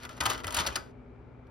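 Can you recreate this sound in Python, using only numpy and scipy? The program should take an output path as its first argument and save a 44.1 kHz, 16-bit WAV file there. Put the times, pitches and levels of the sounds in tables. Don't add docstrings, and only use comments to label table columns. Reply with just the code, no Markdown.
import sys
import numpy as np
from scipy import signal
from scipy.fft import rfft, irfft, next_fast_len
from scipy.io import wavfile
from scipy.ndimage import uniform_filter1d, map_coordinates

SR = 44100
rng = np.random.default_rng(int(sys.argv[2]) if len(sys.argv) > 2 else 0)


def output_pcm(signal):
    pcm = np.clip(np.atleast_2d(signal).T, -1, 1) * 32767
    wavfile.write(sys.argv[1], SR, np.round(pcm).astype(np.int16))


def gain_from_db(level_db):
    decades = np.asarray(level_db, float) / 20
    return 10 ** decades


N = 66150


def unit(x):
    return x / np.sqrt(np.mean(x ** 2) + 1e-20)


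def along(points, hz):
    f, v = np.transpose(points)
    return np.interp(np.log(hz + 1), np.log(f + 1), v)


def wobble(rate):
    knots = rng.standard_normal(int(N * rate / SR) + 4)
    return map_coordinates(knots, [np.arange(N) * rate / SR])


def filtered(x, response):
    m = next_fast_len(N + SR // 2)
    return irfft(rfft(x, m) * response(np.fft.rfftfreq(m, 1 / SR)), m)[..., :N]


def body(colour, modes, wider, modes_db):
    def response(f):
        r = 1
        for centre, width, db in modes:
            damping = 1j * f * width * wider
            r = r + gain_from_db(db + modes_db) * damping / (centre * centre - f * f + damping)
        r = r * gain_from_db(along(colour, f))
        return r / np.sqrt(np.mean(np.abs(r) ** 2))
    return response


def contact_force():
    # t/s, peak/dB, tray ring/dB, edge sheen/dB, length/s
    rattles = [(0.2046, -22, -3, -12.5, 0.0083), (0.2548, -21, -1.5, -10.5, 0.011),
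               (0.299, -22, -5.5, -10.5, .007), (0.443, -29, -1, -16.5, 0.0031),
               (0.478, -30, -1, -17, .005), (0.544, -22.5, -17, -5, 0.0052),
               (0.567, -21.5, -10.5, -9.5, 0.0079), (0.5877, -20, -8.5, -17, 0.0044),
               (0.597, -24.5, -5, -13, .011), (0.664, -22.5, -8, -12.5, 0.013),
               (0.757, -21.5, -4, -9, 0.0048)]
    # t/s, peak/dB, tray ring/dB, edge sheen/dB
    touches = [(0.033, -38.5, -5.5, -13), (0.0512, -34, -3, -14.5), (0.0917, -38, -2.5, -15.5),
               (.1095, -48.5, -5.5, -14.5), (0.1296, -45, -9.5, -16.5), (.1685, -47, -6.5, -9),
               (.177, -41.5, -2, -18.5), (0.223, -37.5, 6, -18.5), (0.2352, -33.5, 0, -5),
               (.293, -35.5, -3, -9.5), (0.332, -36, -0.5, -7), (0.377, -35.5, -3, -14.5),
               (0.402, -38.5, -3.5, -21), (.436, -40.5, -0.5, -18), (0.4692, -31.5, -3, -1.5),
               (0.5066, -30, -10.5, -10), (0.5241, -30, -12, -7), (0.618, -37, -9, -13),
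               (0.652, -36, 4, -25), (0.686, -35, -5, -25.5), (.726, -53.5, -6, -10.5)]
    settling = [
        (1.4692, -65, 3, -19),
    ]
    # t/s, pressure/dB
    rubbing = [(0, -60.5), (.045, -54.5), (.08, -71.5), (.14, -56.5), (.195, -64), (.21, -49.5),
               (.32, -42.5), (.425, -64.5), (.465, -64.5), (.56, -42.5), (.61, -37.5), (.64, -53),
               (.72, -56), (.74, -50), (.8, -57.5), (.86, -68), (.915, -75), (.93, -100)]
    attack_s, release_s, touch_release_s = 0.0012, 0.0044, 0.0035
    crack_db, ring_db, sheen_db = -10, -6, -2
    lift_off_s = 0.755

    rows = [(*row, attack_s, release_s) for row in rattles]
    for s, db, ring, sheen in [*touches, *settling]:
        rows.append((s, db + 4, ring, sheen, 0, attack_s / 4, touch_release_s))
    u = np.arange(SR // 8) / SR
    slow = np.array([[1], [3.37], [1]])
    power = np.zeros((3, N + SR))
    for s, db, ring, sheen, length, attack, release in rows:
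        shape = 1 - np.exp(-u / (attack * slow))
        shape = shape * np.exp(-np.clip(u - length, 0, None) / (release * slow))
        level = gain_from_db([[db + crack_db], [db + ring + ring_db], [db + sheen + sheen_db]])
        power[:, round((s - attack) * SR):][:, :len(u)] += (shape * level) ** 2

    t = np.arange(N) / SR
    patchy_db = 4 * wobble(59.96) * (t < lift_off_s)
    pressure_db = np.interp(t, *np.transpose(rubbing)) + patchy_db
    rub_gain = gain_from_db(pressure_db + np.array([[0], [3], [-15.5]]))
    return np.sqrt(power[:, :N] + rub_gain ** 2)


def disc_on_tray():
    # f/Hz, width/Hz, level/dB
    disc_modes = [(2500, 68, -1.5), (3068, 80, -1), (3480, 49, -1), (4330, 210, -5.5), (4680, 23, 0),
                  (5300, 83, -7), (5940, 75, -1.5)]
    tray_low_modes = [(620, 19, 0.5), (772, 37, -13.5), (901, 65, -13), (978, 23, -8)]
    tray_high_modes = [(1246, 51, -1.5), (1321, 70, -4.5), (1440, 31.9, -6), (1510, 8.6, 2), (1685, 35, -6),
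                       (1972, 71, -7)]
    # f/Hz, level/dB
    crack_colour = [(500, -22.5), (1500, -13), (3000, 0.5), (5500, -4.5), (7000, -7), (9000, -30)]
    sheen_colour = [(5500, -25), (6600, 2.5), (10000, -1), (12500, -6), (13300, -14.5), (15700, -9)]
    low_colour = [(100, -9), (300, -0.5), (600, -3.5), (900, 0), (1150, 1.5), (1600, -35.5)]
    high_colour = [(600, -25), (1000, -14), (1300, -1), (2000, -4.5), (3500, -25.5)]
    # t/s, share of the high tone 0-1
    grip = [
        (0, 0.74),
        (.2, 0.55),
        (.3, 0.67),
        (.4, 0.7),
        (.5, 0.4),
        (.58, 0.65),
        (.67, .35),
        (.72, 0.52),
        (.752, 0.86),
    ]
    tray_wider, disc_wider = 0.92, 3.1
    snaps_per_s = 2000

    crack, ring, sheen = contact_force()
    high = np.clip(np.interp(np.arange(N) / SR, *np.transpose(grip)), 0, 1)
    dust = rng.standard_normal((2, N))
    snaps_db = 9.5 * (rng.random(N) < snaps_per_s / SR)
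    grit = unit(dust * gain_from_db(2 * unit(wobble(1400)) + snaps_db))
    disc = filtered(grit * crack, body(crack_colour, disc_modes, disc_wider, 1))
    edge = filtered(grit * sheen, body(sheen_colour, [], 1, 0))
    tray_low = filtered(dust * ring * np.sqrt(1 - high), body(low_colour, tray_low_modes, tray_wider, 10))
    tray_high = filtered(dust * ring * np.sqrt(high), body(high_colour, tray_high_modes, tray_wider, 10))
    return disc + edge + tray_low + tray_high


def knocks():
    # t/s, peak/dB, f/Hz
    impacts = [(.2068, -32, 3300), (.2118, -30, 1950), (.2175, -34.5, 1500), (.2252, -29.5, 1150),
               (.2566, -26, 3100), (0.2617, -18.5, 1230), (.2645, -22.5, 3000), (.2742, -27, 1250),
               (.3005, -31, 2520), (.3035, -30.5, 1230), (0.4445, -31, 1950), (.4455, -31.5, 3000),
               (.4795, -31, 5200), (.4835, -32.5, 1300), (.5455, -31.5, 4260), (.5495, -28.5, 5200),
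               (.5703, -23, 3290), (.5735, -31, 1450), (.5895, -24.5, 3560), (.5925, -32.5, 1700),
               (.6035, -29, 1300), (.6085, -33, 2000), (.6495, -35.5, 1950), (.6668, -28.5, 4590),
               (.6695, -18, 5600), (.6725, -26.5, 6300), (.6745, -25.5, 5000), (0.6768, -27.5, 5720),
               (0.681, -32.5, 4400), (.6865, -32.5, 1700), (.7572, -20, 4890), (.7605, -27.5, 2350),
               (.7632, -20.5, 4700), (.7665, -37.5, 1450)]
    # frequency ratio, level/dB
    partners = [(.87, -7), (1.16, -6.5), (1.43, -13.5)]
    # t/s, peak/dB, f/Hz,
    # t60/s
    lingering = [(.1, -46.5, 622, 0.16), (.21, -40.5, 990, 0.086), (.258, -29, 1201, 0.11),
                 (.26, -33, 873, 0.11), (.301, -31.5, 1176, .09), (.36, -43.5, 1335, 0.28),
                 (.4, -48, 600, .15), (0.479, -36.5, 1294, .1), (.485, -43.5, 611, 0.1),
                 (0.511, -40.5, 952, .2), (0.572, -34, 950, .1), (.596, -37.5, 838, 0.069),
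                 (.658, -42, 1266, 0.072), (.666, -37, 753, .08), (.67, -38.5, 995, .08),
                 (.759, -34, 1277, .12), (0.761, -45.5, 1542, 0.27), (.77, -43.5, 380, .2),
                 (.764, -49.5, 4735, 0.22), (.766, -52, 5010, 0.18)]
    fall_cycles, rise_cycles, rise_s = 29, 0.6, 0.003

    out, u = np.zeros(N), np.arange(SR // 4) / SR
    for s, db, hz in impacts:
        ring = 0
        for ratio, less_db in [(1, 0), *partners]:
            mode_hz = hz * ratio
            decay_db = 60 * u * mode_hz / fall_cycles
            ring = ring + gain_from_db(db + 2 + less_db - decay_db) * np.sin(2 * np.pi * mode_hz * u)
        out[round(s * SR):][:len(u)] += ring * (1 - np.exp(-u * hz / rise_cycles))
    for s, db, hz, t60 in lingering:
        ring = gain_from_db(db - 60 * u / t60) * np.sin(2 * np.pi * hz * u)
        out[round(s * SR):][:len(u)] += ring * (1 - np.exp(-u / rise_s))
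    return out


def thumps():
    # t/s, peak/dB, f/Hz
    pushes = [
        (0.208, -33, 70),
        (0.259, -31, 110),
        (0.445, -32.5, 90),
        (0.577, -32.5, 82),
        (.67, -36, 70),
        (.72, -53.5, 73),
        (0.641, -42, 220),
        (.6, -29, 345),
        (0.72, -38, 320),
        (.51, -40.5, 62),
    ]
    fall_cycles, rise_s = 20, 0.0087
    t, out = np.arange(N) / SR, np.zeros(N)
    for s, db, hz in pushes:
        u = np.clip(t - s, 0, None)
        swell = gain_from_db(db - 60 * u * hz / fall_cycles) * (1 - np.exp(-u / rise_s))
        out += swell * np.sin(2 * np.pi * hz * u)
    return out


def room(x):
    # f/Hz, t60/s
    decay = [(300, 1), (1400, 0.11), (4000, 0.06), (10000, 0.28)]
    hz, t, z = signal.stft(rng.standard_normal((2, SR // 2)), SR, nperseg=256)
    fading = z * gain_from_db(-60 * t / along(decay, hz)[:, None])
    tail = signal.istft(fading, SR, nperseg=256)[1]
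    delayed = np.pad(x, (200, 0))[None]
    return signal.fftconvolve(delayed, tail / np.linalg.norm(tail[0]), axes=1)[:, :N]


def mains():
    # f/Hz, level/dB
    tones = [(119.5, -59), (254, -60)]
    t, out = np.arange(N) / SR, 0
    for hz, db in tones:
        out = out + gain_from_db(db + 4 + 1.9 * wobble(8.58)) * np.sin(2 * np.pi * (hz * t + rng.random()))
    return out


def air():
    # f/Hz, level/dB
    air_colour = [(30, -32.5), (65, -1), (200, -12.5), (420, -13.5), (1000, -22.5), (1850, -31),
                  (2500, -38), (3300, -43.5), (12000, -70), (16000, -100)]
    # f/Hz, width/Hz, level/dB
    hum_bands = [(56.7, 20, -58), (129, 6.7, -68.5), (243.4, 3, -61.5), (410, 33, -65.5), (880, 40, -76.5),
                 (1360, 150, -79.5), (2310, 230, -77)]
    # f/Hz, correlation
    likeness = [(60, 0.9), (240, 0.85), (950, 0.44), (3770, 0.52), (15000, 0.01)]

    def mid_side(hz):
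        level = gain_from_db(-48 - 22 + along(air_colour, hz))
        for centre, width, db in hum_bands:
            level = level + gain_from_db(db) / np.sqrt(width) / (1 + ((hz - centre) / width * 2) ** 2)
        turn = np.arccos(np.clip(along(likeness, hz), -1, 1)) / 2
        return level * np.sqrt(SR / 2) * [np.cos(turn), np.sin(turn)]

    mid, side = filtered(rng.standard_normal((2, N)), mid_side) * gain_from_db(0.81 * wobble(4.1))
    return np.array([mid + side, mid - side])


def top_band_spells(x):
    # from t/s, to t/s
    spells = [(.056, .112), (.2025, .207), (.2345, .2365), (.252, .345), (.362, .412), (.467, .472),
              (.478, .527), (.542, .578), (.613, .642), (.661, .698), (.754, .78)]
    # f/Hz, share
    top_band = [(13700, 0), (14100, 1)]
    t = np.arange(N) / SR
    opened = sum(1. * (t > a) * (t < b) for a, b in spells)
    opened = uniform_filter1d(opened, size=160)
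    return x + (opened * gain_from_db(3.5) - 1) * filtered(x, lambda hz: along(top_band, hz))


def scene():
    # f/Hz, phase by which left leads/rad
    port_lead = [(500, .3), (1300, 1), (2200, 0), (3100, .9), (5100, 0), (7300, -np.pi),
                 (11100, -2 * np.pi), (12800, -7.6), (14500, -3 * np.pi), (15100, -9.6), (15700, -10.3)]
    # f/Hz, level/dB
    diffuse = [(300, -0.5), (3000, 3), (6500, -10), (14000, -21.5)]
    # f/Hz, left up and right down by level/dB
    left_db = [(60, 1), (380, .7), (900, 2.2), (4400, 1.6), (7300, 1.1), (9000, 0), (14000, .4)]
    centre, off = disc_on_tray()
    centre = centre + knocks()
    sides = np.array([[1], [-1]])
    near = filtered(centre, lambda hz: np.exp(.5j * along(port_lead, hz) * sides))
    scattered = gain_from_db(-10.5) * off * sides + gain_from_db(-7) * room(centre)
    scattered = filtered(scattered, lambda hz: gain_from_db(along(diffuse, hz)))
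    heard = near + scattered + thumps() + air() + mains()
    return filtered(heard, lambda hz: gain_from_db(along(left_db, hz) * sides))


def roll_off(x):
    return signal.sosfilt(signal.butter(12, 16810, fs=SR, output="sos"), x)


def record(dry):
    # f/Hz, level/dB
    band_edge = [(15750, 0), (15950, -18), (16500, -28), (16700, -55)]
    mix = filtered(top_band_spells(dry), lambda hz: gain_from_db(along(band_edge, hz)))
    return roll_off(mix)


dry = scene()
out = record(dry)
output_pcm(out)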